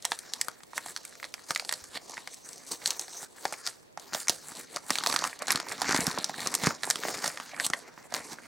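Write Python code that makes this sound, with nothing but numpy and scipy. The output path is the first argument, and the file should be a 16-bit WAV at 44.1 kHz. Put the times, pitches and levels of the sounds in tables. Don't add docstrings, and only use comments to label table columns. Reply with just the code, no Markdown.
import sys
import numpy as np
from scipy import signal
from scipy.fft import rfft, irfft, next_fast_len
from scipy.io import wavfile
from scipy.ndimage import uniform_filter1d

SR = 44100
rng = np.random.default_rng(int(sys.argv[2]) if len(sys.argv) > 2 else 0)


def gain_from_db(level_db):
    decades = np.asarray(level_db, float) / 20
    return 10 ** decades


def dump_mix(stems):
    frames = np.atleast_2d(stems).T
    limited = np.clip(frames, -1, 1)
    pcm = np.round(limited * 32767).astype(np.int16)
    wavfile.write(sys.argv[1], SR, pcm)


N = 373508


def rms_one(x):
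    return x / np.sqrt(np.mean(x ** 2) + 1e-20)


def at_hz(points, hz):
    point_hz, point_db = np.transpose(points)
    return np.interp(np.log(hz), np.log(point_hz), point_db)


def drift(rate):
    r = np.exp(-16 * np.pi * rate / SR)
    noise = rng.standard_normal(N // 8 + 4002)
    slow = signal.lfilter([1], [1, -2 * r, r * r], noise)[4000:]
    return np.interp(np.arange(N) / 8, np.arange(len(slow)), rms_one(slow))


def band(x, low_hz, high_hz):
    edges = [low_hz, min(high_hz, SR / 2.1)]
    return signal.sosfilt(signal.butter(2, edges, "band", fs=SR, output="sos"), x)


def coloured(x, spectrum):
    hz = np.maximum(np.fft.rfftfreq(N, 1 / SR), 10)
    return irfft(rfft(x) * gain_from_db(at_hz(spectrum, hz)), N)


def capsules(x, lean):
    short_waves = band(band(x, 8740, 14300), 5600, 14600)
    side = lean * (short_waves * 0.91 + 0.26 * x)
    return np.array([x + side, x - side])


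def low_swings(events, gain_db, swing_hz, t60_s, low_hz, high_hz):
    kicks = np.zeros(N)
    for s, db in events:
        kicks[round(s * SR)] = gain_from_db(db + gain_db)
    r = gain_from_db(-60 / (t60_s * SR))
    w = 2 * np.pi * swing_hz / SR
    swing = signal.lfilter([0, np.sin(w)], [1, -2 * r * np.cos(w), r * r], kicks + 1e-18)
    return band(swing, low_hz, high_hz)


# frequency in Hz, level in dB per Hz.
AIR = [(35, -15.5), (60, -14.5), (91, -8.5), (515, -5), (1660, -20), (14200, -31), (16000, -30)]


def hush(level_db=-64):
    mid, side = rms_one(coloured(rng.standard_normal((2, N)), AIR))
    return gain_from_db(level_db) * (mid + 1.9 * side * np.array([[1], [-1]]))


def room(x, t60_s=0.15, wall_cut_hz=15000):
    size = next_fast_len(N + SR // 2)
    w = 2 * np.pi * np.fft.rfftfreq(size)
    dull = 1 / (1 + 1j * w * SR / (2 * np.pi * wall_cut_hz))
    response = np.zeros((2, len(w)), complex)
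    lags = (rng.uniform(0.0036, 0.014, 12) * SR).astype(int)
    for k, lag in enumerate(lags):
        loop = gain_from_db(-60 * lag / SR / t60_s) * dull * np.exp(-1j * w * lag)
        response[k % 2] += loop / (1 - loop) * (-1) ** (k // 2)
    return irfft(response * rfft(x, size), size)[:, :N]


# start in seconds, level in dB.
THUDS = [
    (0.111, -58),
    (0.4, -55),
    (0.869, -62),
    (1.819, -49),
    (1.889, -59),
    (1.949, -57),
    (4.149, -55),
    (5.819, -51),
    (6.199, -57),
    (7.591, -50),
]


def thuds():
    return low_swings(THUDS, gain_db=-0.5, swing_hz=84, t60_s=0.065, low_hz=42, high_hz=260)


# start in seconds, level in dB.
POPS = [(3.4551, -34), (4.297, -28.5), (4.9062, -27.5), (5.549, -26.5), (6.141, -36), (5.892, -24),
        (5.989, -22.5), (6.077, -25), (1.506, -38), (6.4601, -34), (6.636, -23.5), (6.671, -17),
        (7.0518, -32.5), (7.702, -32)]


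def pushes():
    return low_swings(POPS, gain_db=-7.5, swing_hz=142, t60_s=0.024, low_hz=61, high_hz=900)


# time in seconds, flapping against folding in dB.
SLACK = [(0, -15.5), (1.4, -17.5), (1.85, -12.5), (2.3, -14), (2.7, -8), (3.0, -22.5), (3.7, -22.5),
         (4.5, -8.5), (5.2, -13), (5.9, -9.5), (6.6, -8), (7.4, -14), (8.47, -8)]


def slack(s):
    return np.interp(s, *np.transpose(SLACK))


# moment of most effort in seconds, rise over 20 dB in seconds, fall over 20 dB in
# seconds, crackle level in dB, folding level in dB.
MOVEMENTS = [(.13, 0.14, 0.08, -41, -46.5), (.43, 1.2, 0.26, -48, -51), (0.776, 0.03, 0, -32, -41),
             (0.889, 0.15, 0.11, -41, -47.5), (1.09, 2.5, 1, -52, -58), (1.253, -0.26, 0.02, -40, -40.5),
             (1.516, 0.03, -0.01, -27, -34), (1.73, 0.9, 0.4, -45.5, -51.5), (1.972, 0.06, 0, -32, -37),
             (2.129, 0.2, 0.24, -44, -48.5), (2.34, 0.06, -0.33, -42.5, -49), (2.45, .02, 0.9, -49.5, -53),
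             (2.716, 0.01, 0.05, -29.5, -36.5), (2.872, 0.1, 0.23, -38.5, -42.5),
             (3.012, -0.5, 0.07, -38.5, -43.5), (3.146, 0.2, 0, -44.5, -50.5), (2.4, 2.5, .1, -54, -61.5),
             (2.56, -0.1, 0, -42, -52), (3.244, 0.26, 0.03, -41.5, -46), (3.457, 0.18, 0.47, -43.5, -46.5),
             (3.532, 0.16, 0.14, -48.5, -48), (3.666, 0.04, 0.08, -35.5, -42), (3.996, -0.16, 17, -52.5, -54.5),
             (4.138, 0.01, 0.1, -31.5, -38), (4.2, 0.02, 0.07, -34, -43), (4.302, 0.01, -0.13, -21, -32),
             (4.492, 0.17, 0.15, -42, -49),
             (4.587, 0.081, 0.095, -38.5, -43), (4.761, 0.1, 0.053, -41, -43.5),
          (4.91, 0.061, 0.43, -35.5, -49), (5.1, 0.15, 0.28, -32.5, -35.5), (5.279, 1, 0.072, -36, -38),
          (5.499, 0.057, 0.18, -33.5, -32.5), (5.712, 0.089, 0.071, -36.5, -36),
          (5.912, 0.19, 0.4, -29.5, -29), (6.08, 0.17, 0.033, -34, -33), (6.19, 0.091, 0.5, -40.5, -43.5),
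          (6.398, 0.11, 0.73, -37.5, -39.5), (6.657, 0.1, 0.11, -28.5, -30),
          (6.85, 0.065, 0.58, -39.5, -43), (7.1, 0.3, 0.45, -35.5, -36.5), (7.26, 0.074, 0.083, -30, -32.5),
          (7.47, 1, 0.36, -47, -48.5), (7.58, 0.17, 0.13, -51, -41), (7.655, 0.059, 0.017, -25, -38),
          (7.732, 0.0083, .17, -44.5, -42.5), (7.88, 0.13, 0.083, -55, -47), (8.02, 0.3, 0.29, -55, -53),
          (8.159, .06, 0.13, -39.5, -36.5),
             (2.672, .01, .15, -43, -51),
    (7.605, .01, 0.12, -36.5, -37.5),
    (7.79, .03, 0.069, -44.5, -50),
    (8.24, .2, .2, -45.5, -47),
    (4.32, .02, 0.13, -39, -45.5),
    (5.421, .04, 0.04, -49, -37.5),
    (8.33, 0.12, 0.034, -40.5, -42),
    (8.46, 0.52, 0.088, -54.5, -51.5),
]


def effort(reach_s=0.56, flap_follows=0.94, mean_fold_db=-6):
    t = np.arange(0, N + 64, 64) / SR
    s, rise, fall, crackle_db, fold_db = np.transpose(MOVEMENTS)[:, :, None]
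    away = 20 * np.maximum((s - t) / np.maximum(rise, .01), (t - s) / np.maximum(fall, .01))
    away = away + 20 * ((t - s) / reach_s) ** 4
    crackle = np.max(crackle_db - away, axis=0)
    fold = np.max(fold_db - away, axis=0)
    flap = mean_fold_db + flap_follows * (fold - mean_fold_db) + slack(t)
    return [np.interp(np.arange(N) / SR, t, db) for db in (flap, fold, crackle)]


# centre in Hz, width in Hz, level against the crackle in dB.
WEAVE = [
    (6120, 800, -9),
    (8170, 1100, -9),
]


def ribbon(from_s=2.21, to_s=3.35, fade_s=0.098):
    t = np.arange(N) / SR
    sliding = np.clip(np.minimum(t - from_s, to_s - t) / fade_s, 0, 1)
    song = np.zeros(N)
    for hz, width, db in WEAVE:
        threads = rms_one(band(rng.standard_normal(N), hz - width / 2, hz + width / 2))
        song += gain_from_db(db + 4.6 * drift(9.7)) * threads
    crackle_db = effort()[2]
    return capsules(song * sliding * gain_from_db(crackle_db), -.05)


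# frequency in Hz, level in dB per Hz.
PAPER = [(35, -43), (60, -27.5), (256, -7), (363, 0.5), (1780, 0), (2710, -17.5), (4420, -7), (8320, -10),
         (14600, -31), (16000, -1)]


def rustle(per_s, spread_db, clump_db, rub_db, count=24):
    levels = [gain_from_db(db) for db in effort()]
    swarm = gain_from_db(clump_db * drift(60))
    sizes = gain_from_db(spread_db * np.minimum(rng.exponential(1, N), 2.6)) * rng.choice([-1, 1], N)
    clicks = sizes * (rng.random(N) < per_s * swarm / SR) + 1e-18
    pitch = rng.uniform(np.log(150), np.log(13000), N)
    touch = np.clip(levels[2] / gain_from_db(-41.5), .2, 5) ** -0.27
    rubbing = gain_from_db(rub_db) * touch * swarm * rng.standard_normal((2, N))
    zones = np.zeros((3, N))
    for k, hz in enumerate(np.geomspace(85, 15000, count)):
        if k % 2 == 0:
            patch = gain_from_db(3.74 * drift(7.5))
        struck = clicks * np.exp(-((pitch - np.log(hz)) / .45) ** 2)
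        source = rms_one(struck) + rubbing[k % 2]
        zone = int(hz > 320) + int(hz > 3000)
        zones[zone] += patch * gain_from_db(at_hz(PAPER, hz)) * band(source, hz / 1.125, hz * 1.188)
    mix = np.zeros(N)
    for gain_db, zone, level in zip([-3, -2, -2], zones, levels):
        power = uniform_filter1d(uniform_filter1d(zone ** 2, size=1800), size=1800)
        mix += gain_from_db(gain_db) * zone * level / np.sqrt(power)
    return capsules(mix, -.06 + 0.44 * drift(13))


def table(x, bounce_ms=0.492, wander_ms=0.036, share=0.2):
    lag = (bounce_ms + wander_ms * drift(1.53)) * SR / 1000
    at = np.arange(N)
    bounce = [np.interp(at - lag, at, side) for side in band(x, 3200, 11600)]
    return x + share * np.array(bounce)


# start in seconds, crease level in dB,
# crease pitch in Hz, fold level in dB, fold pitch in Hz.
CREASES = [(0.0244, -26.5, 6360, -60, 1800), (0.0518, -6, 7500, -24.5, 1880),
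           (0.119, -14.5, 3530, -18.5, 1750), (0.19, -19.5, 8800, -46, 2290),
           (0.336, -12.5, 3900, -36.5, 1840), (0.4134, -6.5, 7700, -28, 1950),
           (0.4838, -19, 9500, -26, 1360), (0.6343, -29, 4740, -47, 1170), (0.733, -38, 5530, -36.5, 950),
           (0.7791, -16, 9700, -20.5, 2040), (0.861, -25.5, 9870, -35, 715),
           (0.8842, -27.5, 4830, -38, 1950), (0.9635, -18.5, 4370, -31.5, 1640),
           (1.0517, -22.5, 8500, -40.5, 2320), (1.229, -39, 4800, -29.5, 2070),
           (1.2424, -24, 4100, -31, 1920), (1.3405, -19, 4840, -31, 2460), (1.5074, -14, 4230, -19.5, 1335),
           (1.5604, -14, 3860, -21, 1970), (1.5971, -16, 4560, -26.5, 2470),
           (1.6928, -13, 4420, -27.5, 2040), (1.7255, -13, 9000, -25.5, 1960),
           (1.7385, -16, 4450, -48, 2380),
           (1.8407, -25.5, 8110, -46, 1190), (2.1703, -35, 5000, -32.5, 1880),
           (2.2744, -22.5, 5540, -29.5, 2260), (2.859, -7, 4120, -29, 1590), (2.876, -10.5, 6240, -36, 940),
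           (2.906, -8.5, 6460, -30.5, 2700), (2.995, -13, 6200, -40.5, 780), (3.4535, -15, 5240, -19, 790),
           (3.5252, -19, 8620, -29, 820), (3.5393, -30, 4120, -31, 2270), (3.6656, -17, 5160, -34, 1190),
           (3.6737, -12, 5060, -29.5, 2400), (3.9748, -29.5, 6060, -31.5, 840),
           (4.1487, -16, 3500, -25, 644), (4.2832, -8.5, 5940, -21, 2280), (4.2957, -2, 6140, -26, 715),
           (4.7618, -14, 4640, -33, 585), (4.769, -23, 4870, -26.5, 1250),
           (4.9052, -6.5, 5200, -16, 1980), (4.9556, -15.5, 4400, -23.5, 2330),
           (4.9856, -11.5, 3580, -27.5, 1270), (5.037, -15, 4200, -25.5, 1550),
           (5.0624, -10.5, 3950, -20, 1260), (5.0715, -7, 4540, -27, 646), (5.0991, -16, 4700, -28, 1260),
           (5.126, -11.5, 4510, -23.5, 2500), (5.1406, -19, 5640, -23.5, 1270),
           (5.162, -8.5, 4900, -18, 1350), (5.2403, -13, 2980, -21, 1160), (5.2491, -35, 3880, -23, 1170),
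           (5.4216, -20.5, 7600, -26, 1110), (5.4823, -14, 4100, -24.5, 1610),
           (5.5055, -5.5, 5400, -13.5, 1870), (5.525, -13, 4260, -25, 1340),
           (5.558, -9.5, 4230, -25.5, 1210), (5.6007, -16.5, 4560, -27, 1290),
           (5.722, -18.5, 7760, -31, 1780),
           (5.818, -10.5, 4470, -21, 760), (5.893, -17.5, 4060, -22, 1580), (5.91, -19, 5640, -19, 1450),
             (5.9461, -12, 4760, -18, 1030), (5.963, -12, 3780, -24, 1780),
             (5.9747, -13, 6900, -30.5, 1350), (6.006, -11, 7550, -40, 1970), (6.0682, -8, 5440, -37, 1470),
             (6.1134, -18.5, 4330, -32, 1880), (6.176, -38, 4130, -24.5, 1020),
             (6.186, -14.5, 4700, -34, 733), (6.2438, -7.5, 5100, -34, 830),
             (6.295, -23.5, 5000, -28.5, 800), (6.405, -20, 4300, -40, 1330), (6.462, -24, 4100, -27, 1170),
             (6.4722, -9, 6150, -29, 1200), (6.541, -10, 7440, -23.5, 1910),
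             (6.551, -4.5, 8600, -27.5, 1120), (6.6364, -15, 7200, -29, 790),
             (6.67, -9.5, 4830, -13.5, 1150), (6.7066, -43, 4510, -22.5, 1340),
           (6.8338, -13, 4180, -22, 1760), (6.8424, -26, 7750, -37, 800), (6.9017, -5, 6940, -23.5, 1650),
            (6.909, -5.5, 8000, -23, 1710), (6.9573, -16, 3370, -30, 1230), (7.0357, -24, 3610, -25, 1620),
            (7.0516, -34, 4530, -25.5, 630), (7.0848, -19, 3500, -29.5, 770),
            (7.2417, -25, 7550, -21.5, 880), (7.278, -11, 6240, -29.5, 624),
            (7.3738, -25.5, 3420, -29.5, 1790), (7.4, -24, 3040, -28.5, 1200),
            (7.5991, -18.5, 5030, -19, 1800), (7.6652, -7.5, 8700, -30.5, 1050),
            (7.7009, -17, 7180, -29.5, 1320), (7.7351, -16.5, 4100, -16.5, 1950),
            (8.123, -30, 5100, -33, 665), (8.14, -14.5, 6530, -28.5, 1140), (8.147, -17.5, 4530, -26, 2010),
            (8.165, -21, 6300, -30, 1030),
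           (0.047, -31, 5000, -35, 2100),
    (4.272, -28, 6000, -34, 2200),
    (4.134, -22.5, 4100, -29, 1500),
    (7.3056, -38, 4500, -38, 1460),
    (1.712, -31, 4400, -33, 1940),
    (2.1784, -32.5, 5050, -30.5, 1950),
    (7.977, -50, 2900, -39.5, 980),
    (8.3858, -50, 6000, -36, 1660),
]
# start in seconds, level in dB, pitch in Hz.
KINKS = [(0.2353, -45, 1940), (0.394, -47, 680), (0.4469, -51, 1940), (0.6055, -44, 1900),
         (0.9722, -40, 1620), (1.1254, -45, 1770), (1.1537, -43, 1950), (1.2, -39, 2020),
         (1.3802, -44.5, 1930), (1.3938, -44.5, 1890), (1.624, -42, 600), (1.6495, -43, 820),
         (1.9543, -42, 1340), (1.9711, -39, 694), (2.0168, -49, 780), (2.0972, -42, 795),
         (2.137, -37, 1230), (2.7346, -40, 1250), (2.8184, -39.5, 1980), (2.832, -46, 620),
         (2.9207, -35.5, 2690), (3.0823, -42, 760), (3.1276, -53, 2480), (3.1466, -44, 670),
         (3.2297, -38, 815), (3.3836, -44, 1570), (4.1246, -37, 800), (4.1679, -38, 780),
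         (4.4855, -41, 1380), (4.5192, -39, 1200), (4.8963, -29.5, 1270), (4.9745, -36, 1960),
         (5.0086, -31, 1210), (5.2222, -28, 1060), (5.2706, -33, 1340), (5.3297, -34, 1830),
         (5.4909, -27, 1680), (5.5501, -28, 670), (5.5742, -29.5, 1250), (5.63, -41, 605),
         (5.6672, -36.5, 900), (5.7175, -25, 1850), (5.7824, -40, 1790), (5.8445, -28, 1740),
         (5.8517, -30, 870), (6.0056, -31, 1890), (6.0679, -29.5, 1230), (6.0814, -34, 1590),
         (6.1038, -32, 1110), (6.1968, -34.5, 1270), (6.3419, -32, 1720), (6.3829, -38, 790),
         (6.4185, -41, 690), (6.5313, -33, 1170), (6.8422, -29, 1640), (6.8741, -30, 855),
         (7.0844, -25.5, 1890), (7.5344, -35.5, 776), (8.054, -47, 600), (8.3328, -38, 950)]
# start in seconds, level in dB, pitch in Hz.
NICKS = [(0.1302, -27, 3570), (0.4469, -29, 7520), (0.6049, -41, 4720), (0.974, -24, 4250),
         (1.0327, -38, 7580), (1.079, -37, 4700), (1.0956, -38, 8660), (1.1537, -34, 7100),
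         (1.2, -36, 4480), (1.2286, -33, 4800), (1.2334, -33, 3980), (1.2504, -24, 5240),
         (1.3232, -44, 7920), (1.3939, -38.5, 4330), (1.5492, -17, 4870), (1.5759, -21, 7170),
         (1.6493, -25, 4390), (1.713, -23, 4030), (2.0962, -26, 6030), (2.344, -26, 7820),
         (2.4898, -25, 8500), (2.5313, -28, 6290), (2.58, -30, 6310), (2.6664, -32, 6370),
         (2.8714, -15, 6160), (3.0813, -31, 4400), (3.128, -34, 5960), (3.1719, -29, 7970),
         (3.2303, -32, 7520), (3.5323, -22, 8550), (3.7268, -41, 5210), (3.7576, -42.5, 4890),
         (3.9268, -49, 6930), (3.9976, -29, 6160), (4.2019, -22, 6740), (4.5522, -32, 4350),
         (4.6116, -28, 8290), (4.8967, -29, 4090), (5.1132, -18, 5920), (5.1906, -15, 4200),
         (5.3912, -25.5, 8250), (5.427, -26, 4500), (5.4702, -20, 6930), (5.5198, -8, 10600),
         (5.5745, -22, 4110), (5.6864, -23, 4630), (5.912, -25, 5710), (6.342, -33, 3620),
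         (6.4185, -34, 4650), (6.8435, -23, 3920), (7.2432, -14, 5700), (7.5643, -34, 4840),
         (8.0274, -40, 5450), (8.1065, -42, 4840), (8.3314, -27, 5800)]


def buckles():
    silent_db = -120
    kinks = [(s, silent_db, 5000, db, hz) for s, db, hz in KINKS]
    nicks = [(s, db, hz, silent_db, 1000) for s, db, hz in NICKS]
    events = CREASES + kinks + nicks
    s, crease_db, crease_hz, fold_db, fold_hz = np.transpose(events)
    smaller_oct = np.log2(np.maximum(fold_hz / 1000, 1))
    flap_db = fold_db + 1.5 + slack(s) - 15 * smaller_oct + rng.normal(0, 4.5, len(s))
    creases = np.transpose([s, flap_db, fold_hz, fold_db + 3.5, crease_hz, crease_db - 1.47])
    pops = [(s, db, 1000, silent_db, 5000, silent_db) for s, db in POPS]
    return np.vstack([creases, pops])


# lowest Hz, highest Hz, ring in cycles, flutter level in dB,
# flutter t60 in seconds.
ZONES = [
    (118, 1040, 3.2, -15, 0.054),
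    (610, 3170, 7.7, -12, 0.035),
    (3590, 12900, 8.8, -10.5, 0.02),
]


def snaps(count=5, size=1800):
    rows, t = buckles(), np.arange(size) / SR
    shapes = np.zeros((len(rows), size))
    leading = [rng.uniform(194, 474, len(rows)), rows[:, 2], rows[:, 4]]
    zone_levels = rows[:, 1::2].T
    for (low_hz, high_hz, cycles, flutter_db, t60), lead, level_db in zip(ZONES, leading, zone_levels):
        pitch, delay, length, sign = np.moveaxis(rng.random((len(rows), count, 4, 1)), 2, 0)
        hz = np.clip(lead[:, None, None] * 2 ** (2.35 * (pitch - .45)), low_hz, high_hz)
        hz[:, 0, 0] = lead
        length[:, 0] = 1
        late = np.maximum(t - 0.000409 * delay, 0)
        decay = gain_from_db(-60 * late * hz / (cycles * (0.79 + 0.91 * length)))
        strength = np.sign(sign - .5) * gain_from_db(-7 * (np.arange(count) > 0))[:, None]
        modes = np.sum(strength * np.sin(2 * np.pi * hz * late) * decay, axis=1)
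        modes = band(modes, low_hz / 0.9, high_hz * 1.02)
        modes = modes / np.abs(modes).max(axis=1, keepdims=True)
        flutter = rms_one(band(rng.standard_normal((len(rows), size)), low_hz, high_hz / 1.395))
        flutter = flutter * gain_from_db(flutter_db - 60 * t / t60) * (1 - np.exp(-t / 0.00075))
        shapes += (modes + flutter) * gain_from_db(level_db)[:, None]
    pair = capsules(shapes, -.1 + 0.51 * rng.standard_normal((len(rows), 1)))
    out = np.zeros((2, N + size))
    for k, s in enumerate(rows[:, 0]):
        at = round((s - .0003) * SR)
        out[:, at:at + size] += pair[:, k]
    return out[:, :N]


def scene():
    rustling = table(rustle(per_s=1100, spread_db=6.5, clump_db=2.5, rub_db=-1.5))
    paper = snaps() + pushes() + thuds() + rustling + ribbon()
    echo = room(paper.mean(axis=0))
    shared = echo.mean(axis=0)
    difference = echo - shared
    apart = 0.33 * difference + 0.36 * band(difference, 48, 1160)
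    return paper + gain_from_db(-19.5) * (shared + apart) + hush()


def roll_off(x):
    return signal.sosfilt(signal.butter(12, 16990, fs=SR, output="sos"), x)


def record(dry):
    bass = signal.lfilter(*signal.butter(1, 550, fs=SR), dry)
    housing = 0.24 * band(dry, 1560, 2680)
    mix = dry + bass * np.array([[-.22], [.22]]) + housing
    mix = signal.sosfilt(signal.cheby2(10, 60, 17200, fs=SR, output="sos"), mix)
    return roll_off(mix)


dry = scene()
out = record(dry)
dump_mix(out)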